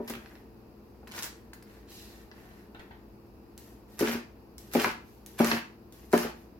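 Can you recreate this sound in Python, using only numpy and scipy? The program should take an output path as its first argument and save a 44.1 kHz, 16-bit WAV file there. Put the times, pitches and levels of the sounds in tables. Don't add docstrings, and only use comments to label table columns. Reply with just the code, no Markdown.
import sys
import numpy as np
from scipy import signal
from scipy.fft import rfft, irfft, next_fast_len
from scipy.io import wavfile
from scipy.ndimage import map_coordinates

SR = 44100
rng = np.random.default_rng(int(sys.argv[2]) if len(sys.argv) > 2 else 0)


def wav_record(signal):
    frames = np.transpose(np.atleast_2d(signal))
    bounded = np.clip(frames, -1, 1)
    quanta = np.round(bounded * 32767).astype(np.int16)
    wavfile.write(sys.argv[1], SR, quanta)


N = 290619
TIME = np.arange(N) / SR


def from_db(db):
    return 10 ** (np.asarray(db) / 20)


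def rms_one(x):
    return x / np.sqrt(np.mean(x ** 2) + 1e-20)


def at_hz(points, hz):
    points = np.array(points)
    return np.interp(np.log(np.maximum(hz, 1)), np.log(points[:, 0]), points[:, 1])


def shaped(x, gain):
    size = next_fast_len(x.shape[-1] + 2048)
    hz = np.arange(size // 2 + 1) * SR / size
    return irfft(rfft(x, size) * gain(hz), size)[..., :x.shape[-1]]


def coloured(x, spectrum, tilt_db_oct=0):
    octaves = lambda hz: np.log2(np.maximum(hz, spectrum[0][0]))
    return rms_one(shaped(x, lambda hz: from_db(at_hz(spectrum, hz) + tilt_db_oct * octaves(hz))))


def butter(x, order, hz, kind):
    return signal.sosfilt(signal.butter(order, hz, kind, fs=SR, output="sos"), x)


def add(track, s, sound):
    start = max(round(s * SR), 0)
    track[..., start:start + sound.shape[-1]] += sound[..., :N - start]


def grains(size, per_s, spread_db):
    sizes = from_db(spread_db * np.minimum(rng.exponential(1, size), 4))
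    return (rng.random(size) < per_s / SR) * sizes * rng.choice([-1, 1], size)


def stroke(t, length_s, first_db, last_db, attack_s, release_s):
    gate = np.minimum(t / attack_s, 1) * np.exp(-np.maximum(t - length_s, 0) / release_s)
    return gate * from_db(np.interp(t, [0, length_s], [first_db, last_db]))


def struck(blows, modes, vary_db, detune, t60_scale=1):
    out, t = np.zeros(N), TIME[:SR // 2]
    hz, level_db, t60_s = np.array(modes).T[:, :, None]
    polarity = (-1) ** (np.arange(len(modes)) // 2)[:, None]
    decay = polarity * from_db(level_db) * np.exp(-np.log(1000) * t / (t60_s * t60_scale))
    for s, db, contact_hz in blows:
        stronger, higher = rng.standard_normal((2, len(modes), 1))
        ringing = decay * from_db(vary_db * stronger) * np.sin(2 * np.pi * hz * (1 + detune * higher) * t)
        add(out, s, from_db(db) * butter(ringing.sum(axis=0), 2, contact_hz, "low"))
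    return out


def placed(x, lag_ms):
    return np.array([x, map_coordinates(x, [(TIME - lag_ms / 1000) * SR], order=3)])


# f/Hz, level/dB
AIR_SPECTRUM = [(20, -50), (35, -11), (52, 1), (85, -2.5), (140, -10.5), (215, -1.5), (340, -5),
                (450, -6.5), (560, -14), (890, -14.5), (1400, -23.5), (2000, -33.5), (2600, -26.5),
                (3200, -40.5), (5000, -31), (8000, -70), (12500, -36.5), (16000, -36.5)]
# f/Hz, left-right coherence
AIR_COHERENCE = [(60, 0.84), (290, 0.91), (640, 0.47), (1400, 0), (16000, 0)]


def room_tone(level_db=-53.5):
    mid, side = rng.standard_normal((2, N))
    mid = shaped(mid, lambda hz: np.sqrt(1 + at_hz(AIR_COHERENCE, hz)))
    side = shaped(side, lambda hz: np.sqrt(1 - at_hz(AIR_COHERENCE, hz)))
    return from_db(level_db) * coloured(np.array([mid + side, mid - side]), AIR_SPECTRUM)


# f/Hz, rms level/dB
HUM_LINES = [(58.5, -61.5), (118.4, -65.5), (209.9, -62), (339.1, -62.5), (452.2, -68.5)]


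def appliance_hum(step_rad=0.73):
    out, knots_s = np.zeros(N), np.linspace(0, TIME[-1], 60)
    for hz, db in HUM_LINES:
        wander = step_rad * np.interp(TIME, knots_s, np.cumsum(rng.standard_normal(len(knots_s))))
        out += from_db(db) * np.sqrt(2) * np.sin(2 * np.pi * hz * TIME + wander)
    return out


# f/Hz, level/dB
EARLY_SPECTRUM = [(100, -27), (400, -34), (1000, -6), (2500, -4), (6000, -2.5), (16000, -11.5)]
# f/Hz, level/dB, t60/s
TAIL_BANDS = [(100, -23, .42), (243, -41, 0.37), (493, -11, 0.43), (980, -1.5, 0.33), (2000, -2, 0.37),
              (4360, 0, 0.33), (8850, -6.5, 0.33), (15000, 2, 0.14)]


def kitchen_response(early_s=0.0057, build_s=0.0054):
    t = TIME[:SR * 2 // 3]
    unit_energy = lambda envelope: envelope / np.sqrt(np.sum(envelope ** 2))
    near, far = rng.standard_normal((2, 2, len(t)))
    early = near * unit_energy(np.sqrt(t) * np.exp(-t / early_s))
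    out = shaped(early, lambda hz: from_db(at_hz(EARLY_SPECTRUM, hz)))
    centres_hz = np.array(TAIL_BANDS)[:, 0]
    for (_, db, t60_s), weights in zip(TAIL_BANDS, np.eye(len(TAIL_BANDS))):
        band = shaped(far, lambda hz: at_hz(np.column_stack([centres_hz, weights]), hz))
        envelope = (1 - np.exp(-t / build_s)) * np.exp(-np.log(1000) * t / t60_s)
        out += from_db(db) * band * unit_energy(envelope)
    return out


def reverb(x):
    return signal.fftconvolve(x[None], kitchen_response(), axes=1)[:, :N]


def moving_reverb(x, spots=5, stay_s=1 / 48):
    out = np.zeros((2, N))
    for spot in range(spots):
        distance = np.abs((TIME / stay_s - spot) % spots - 1)
        out += reverb(np.sqrt(np.maximum(1 - distance, 0)) * x)
    return out


# t/s, level/dB
KNOCKS = [(2.747, -40), (2.7952, -38.5), (2.9096, -41)]
# f/Hz, level/dB
KNOCK_SPECTRUM = [(250, 10.5), (550, 11), (1100, 6), (1900, 6.5), (2400, -3.5), (3100, -2.5), (3900, -6),
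                  (4500, -14), (5300, -39), (16000, -57)]


def distant_knocks(decay_s=0.0041, rattle_db=-14, rattle_s=0.038):
    out, t = np.zeros(N), TIME[:SR // 10]
    envelope = np.exp(-t / decay_s) + from_db(rattle_db) * np.exp(-t / rattle_s)
    for s, db in KNOCKS:
        add(out, s, from_db(db) * coloured(rng.standard_normal(len(t)), KNOCK_SPECTRUM) * envelope)
    return out


# t/s, length/s, rub/dB, rustle/dB, rasp/dB
PUSHES = [(0, .36, -61, -68, -82), (1.28, .08, -65, -69, -90), (1.645, 0.13, -63, -70, -69.5),
          (1.866, 0.18, -63, -58.5, -55.5), (2.07, 0.14, -64.5, -68, -70), (2.327, 0.27, -61, -69.5, -73),
          (2.757, 0.085, -67, -75, -94), (3.87, 0.09, -68, -64.5, -72), (5.022, 0.15, -85, -68, -93),
          (6.335, 0.073, -68, -67, -90)]
# t/s, nick level/dB
AIMS = [(3.5781, -29.5), (4.5816, -26.5), (5.2625, -26), (5.9243, -35)]
# f/Hz, level/dB
RUB_SPECTRUM = [(300, -11), (700, -1), (1200, -7), (1550, -4), (1850, -0.5), (2200, -8.5), (2900, -12.5),
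                (4500, -28), (8000, -60), (16000, -44)]
# f/Hz, level/dB
RUSTLE_SPECTRUM = [(1000, -20), (2800, -2.5), (4000, -3.5), (6000, -1), (9000, -6.5), (12500, 4),
                   (16000, -14)]
# f/Hz, level/dB
RASP_SPECTRUM = [(1200, -20), (1800, -17), (2100, -8), (2600, 2), (3300, -3.5), (4000, 5), (4700, 0.5),
                 (6500, -3), (9000, -6), (16000, -11)]


def sliding(release_s=0.063, creep_rub_db=-67.5, creep_rustle_db=-61.5):
    rub, rustle, rasp = np.zeros((3, N))
    t = TIME[:SR]
    for s, length_s, rub_db, rustle_db, rasp_db in PUSHES:
        push = stroke(t, length_s, first_db=0, last_db=-2.5, attack_s=0.05, release_s=release_s)
        for track, db in (rub, rub_db), (rustle, rustle_db), (rasp, rasp_db):
            add(track, s, from_db(db) * push)
    creep = stroke(t, length_s=0.13, first_db=0, last_db=-4, attack_s=0.0072, release_s=release_s)
    for s, _ in AIMS:
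        add(rub, s, from_db(creep_rub_db) * creep)
        add(rustle, s, from_db(creep_rustle_db) * creep)
    rub = np.hypot(rub, from_db(-78.5))
    rustle = np.hypot(rustle, from_db(-77.5))
    return (rub * coloured(grains(N, per_s=2500, spread_db=5), RUB_SPECTRUM)
            + rustle * coloured(grains(N, per_s=8300, spread_db=2.5), RUSTLE_SPECTRUM)
            + rasp * coloured(grains(N, per_s=6300, spread_db=3), RASP_SPECTRUM))


# t/s, length/s, end level/dB, tilt/(dB/oct)
SLICES = [(0.075, 0.029, -44, 0), (0.103, 0.063, -45.5, -7.5), (1.068, 0.068, -54.5, -2),
          (1.134, 0.057, -43, -0.7), (1.222, 0.042, -44.5, -0.7)]
# f/Hz, level/dB
CELL_SPECTRUM = [(300, -3.5), (700, -4), (1500, -1.5), (2300, -3), (3300, -13.5), (4800, -5.5),
                 (6500, -8.5), (9000, -13.5), (12500, -5), (16000, -20)]
# f/Hz, level/dB
FIBRE_SPECTRUM = [(400, -30), (900, -5), (1300, -1.5), (1650, 4), (2000, -1.5), (2500, 0.5), (3200, -4.5),
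                  (5000, -20), (9000, -20)]


def crunch(chop_cuts, slice_swell_db=2.5, firm_db=-38):
    out, t = np.zeros(N), TIME[:SR // 4]
    slices = [(s, length_s, db - slice_swell_db, db, tilt) for s, length_s, db, tilt in SLICES]
    for s, length_s, first_db, last_db, tilt_db_oct in chop_cuts + slices:
        envelope = stroke(t, length_s, first_db, last_db, attack_s=0.0011, release_s=0.012)
        firmness = from_db(max(first_db, last_db) - firm_db)
        cells = coloured(grains(len(t), per_s=4000 * firmness, spread_db=4.5), CELL_SPECTRUM, tilt_db_oct)
        fibres = coloured(grains(len(t), per_s=240, spread_db=4), FIBRE_SPECTRUM)
        fibre_db = -4.5 - 0.53 * max(tilt_db_oct, -1)
        add(out, s, envelope * (cells + from_db(fibre_db) * fibres))
    return butter(out, 2, 110, "high")


# t/s, level/dB, centre f/Hz
SNAPS_AND_TICKS = [(0.0985, -19.5, 8000), (1.12, -28, 2980), (1.163, -31, 4370), (1.179, -25, 1800),
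                   (1.19, -20.5, 4500), (1.2251, -18, 4900), (1.232, -19, 4750), (1.2432, -17, 8000),
                   (1.535, -29, 7100), (1.627, -37.5, 8000), (4.074, -18, 1800), (4.0833, -18.5, 1690),
                   (4.7987, -15, 1900), (5.4456, -15.5, 4700), (6.1775, -18, 5500)]


def snaps_and_ticks(skin_splits, nick_hz=7040, band_ratio=2.22, tail_db=-16, tail_s=0.002):
    out, t = np.zeros(N), TIME[:SR // 40]
    nicks = [(s, db, nick_hz) for s, db in AIMS]
    for s, db, hz in skin_splits + SNAPS_AND_TICKS + nicks:
        band_hz = [hz / band_ratio, min(hz * band_ratio, SR / 2.5)]
        crack = butter(signal.unit_impulse(len(t)), 1, band_hz, "band")
        noise = rms_one(butter(rng.standard_normal(len(t)), 1, band_hz, "band"))
        tail = from_db(tail_db) * noise * np.exp(-t / tail_s)
        add(out, s, from_db(db) * (crack / np.abs(crack).max() + tail))
    return out


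# f/Hz, level/dB, t60/s
BLADE_MODES = [(751, -24.5, 0.08), (960, -10, 0.021), (1378, -6, 0.0096), (1625, -12, 0.018),
               (1708, -10, 0.024), (2020, -8.5, 0.023), (2510, -10, 0.018), (3460, -37, 0.0053),
               (4460, -5, 0.014), (5470, 6, 0.0031)]
# t/s, level/dB, contact cut-off/Hz
EDGE_TAPS = [(0.16, -53, 2000), (0.2598, -40.5, 3050), (0.354, -45.5, 3940), (1.5323, -35, 2130),
             (1.625, -47.5, 4000), (2.3146, -37, 2400)]


def blade_ring(clacks):
    steel = struck(clacks + EDGE_TAPS, BLADE_MODES, vary_db=1.5, detune=0.033)
    return butter(steel, 2, 350, "high")


# f/Hz, level/dB
CLATTER_SPECTRUM = [(170, -50), (290, -2), (430, -3.5), (520, -4.5), (720, -2.5), (1000, -9), (1500, -10.5),
                    (2400, -12), (5000, -30)]


def board_clatter(blows, gain_db=-17, decay_s=0.017):
    out, t = np.zeros(N), TIME[:SR // 8]
    for s, db, contact_hz in blows:
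        burst = coloured(rng.standard_normal(len(t)), CLATTER_SPECTRUM) * np.exp(-t / decay_s)
        add(out, s, from_db(db + gain_db) * butter(burst, 2, contact_hz, "low"))
    return out


# f/Hz, level/dB, t60/s
BOARD_MODES = [(113, -70, 0.12), (156, -46.5, 1), (179.2, -32, 0.27), (232.3, -17.5, 0.37),
               (279, -22, 0.15), (310.6, -28.5, 0.16), (348, -21, 0.32), (379.6, -18, 0.13),
               (428.5, -19, 0.18), (521.6, -16.5, 0.086), (597.3, -22, 0.17), (666, -56, 0.051),
               (712.5, -21, 0.092), (800.8, -21.5, 0.092), (784, -48, 0.068), (885, -24, 0.38),
               (958, -26, 0.077), (1165, -29, 0.071), (1255, -23, 0.094), (1375, -28, 0.063),
               (1453, -30, 0.025), (1760, -22.5, 0.045), (2295, -16, 0.029)]
# t/s, level/dB, contact cut-off/Hz
BOARD_BUMPS = [(0.0, -19.5, 610), (0.098, -22, 470), (0.158, -34, 400), (1.0294, -37, 1000),
               (4.0222, -5.5, 370)]


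def board_thuds(thumps, presses, radiation_hz=135):
    blows = thumps + BOARD_BUMPS
    free = struck(blows, BOARD_MODES, vary_db=3, detune=0.0082)
    pressed = struck(presses, BOARD_MODES, vary_db=3, detune=0.031, t60_scale=0.74)
    return butter(free + pressed + board_clatter(blows + presses), 4, radiation_hz, "high")


# split t/s, blow t/s, landing t/s, bite/dB, split/dB, blow/dB,
# blow cut-off/Hz, tear/dB, tear tilt/(dB/oct), landing/dB, landing cut-off/Hz, settle/dB, strands/dB
CHOPS = [(3.992, 4.008, 4.131, -51, -17, -9, 500, -39.5, -1.3, -35, 3000, -18, -41),
         (4.736, 4.7503, 4.8447, -41.5, -17.5, -3, 600, -36.5, -0.5, -7, 1700, -14.5, -34.5),
         (5.388, 5.4006, 5.5147, -49, -27, -2.5, 750, -35, -1.3, -10.5, 2720, -12.5, -32),
         (6.128, 6.1336, 6.232, -44.5, -19.5, -1.5, 1080, -41, -0.4, -33, 3000, -12.5, -41)]


def chop_events(bite_s=0.024, squash_s=0.044, strands_s=0.067, settle_s=0.016, split_hz=8100):
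    cuts = []  # t/s, length/s, first level/dB, last level/dB, tilt/(dB/oct)
    splits, thumps, presses, clacks = [], [], [], []  # t/s, level/dB, f/Hz
    for (split_t, blow_t, land_t, bite_db, split_db, blow_db, blow_hz,
         tear_db, tear_tilt, land_db, land_hz, settle_db, strands_db) in CHOPS:
        squash_db = -34 + 0.5 * blow_db
        cuts += [(split_t - bite_s, bite_s, bite_db - 19.5, bite_db, 1.5),
                 (split_t, blow_t - split_t, -38, -38, 0),
                 (blow_t, squash_s, squash_db, squash_db + 0.5, -3.5),
                 (blow_t + squash_s, land_t - blow_t - squash_s, tear_db, tear_db, tear_tilt),
                 (land_t, strands_s, strands_db, strands_db - 10, -3.5)]
        splits.append((split_t, split_db, split_hz))
        thumps.append((blow_t, blow_db, blow_hz))
        clacks.append((land_t, land_db, land_hz))
        presses.append((land_t, land_db - 8, 1100))
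        presses.append((land_t + settle_s, settle_db, 390))
        for snap_t, snap_db, _ in SNAPS_AND_TICKS:
            if blow_t < snap_t < land_t:
                thumps.append((snap_t, snap_db - 1, 477))
                clacks.append((snap_t, snap_db - 5.5, 2300))
    return cuts, splits, thumps, presses, clacks


def scene(board_wet_db=0.5, knock_direct_db=-5.5, roam_ms=0.11):
    cuts, splits, thumps, presses, clacks = chop_events()
    board = board_thuds(thumps, presses)
    blade = blade_ring(clacks)
    cutting = crunch(cuts) + snaps_and_ticks(splits) + sliding()
    knocks = distant_knocks()
    roam = signal.resample(rng.standard_normal(N // 1000), N)
    direct = (placed(board, lag_ms=0.13)
              + placed(blade + cutting, lag_ms=0.046 + roam_ms * roam)
              + from_db(knock_direct_db) * placed(knocks, lag_ms=0.25))
    echoes = from_db(board_wet_db) * reverb(board) + moving_reverb(blade + cutting + knocks)
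    return direct + echoes + room_tone() + appliance_hum()


# f/Hz, left minus right/dB
PORT_BALANCE = [(100, 1), (700, 1.7), (1300, 2.5), (2400, .5), (4400, -4), (8000, 2.5), (15000, 2)]


def record(dry, cutoff_hz=16000):
    heard = shaped(dry, lambda hz: from_db(at_hz(PORT_BALANCE, hz) * np.array([[0.5], [-0.5]])))
    return signal.sosfilt(signal.ellip(12, 0.1, 80, cutoff_hz, fs=SR, output="sos"), heard)


dry = scene()
out = record(dry)
wav_record(out)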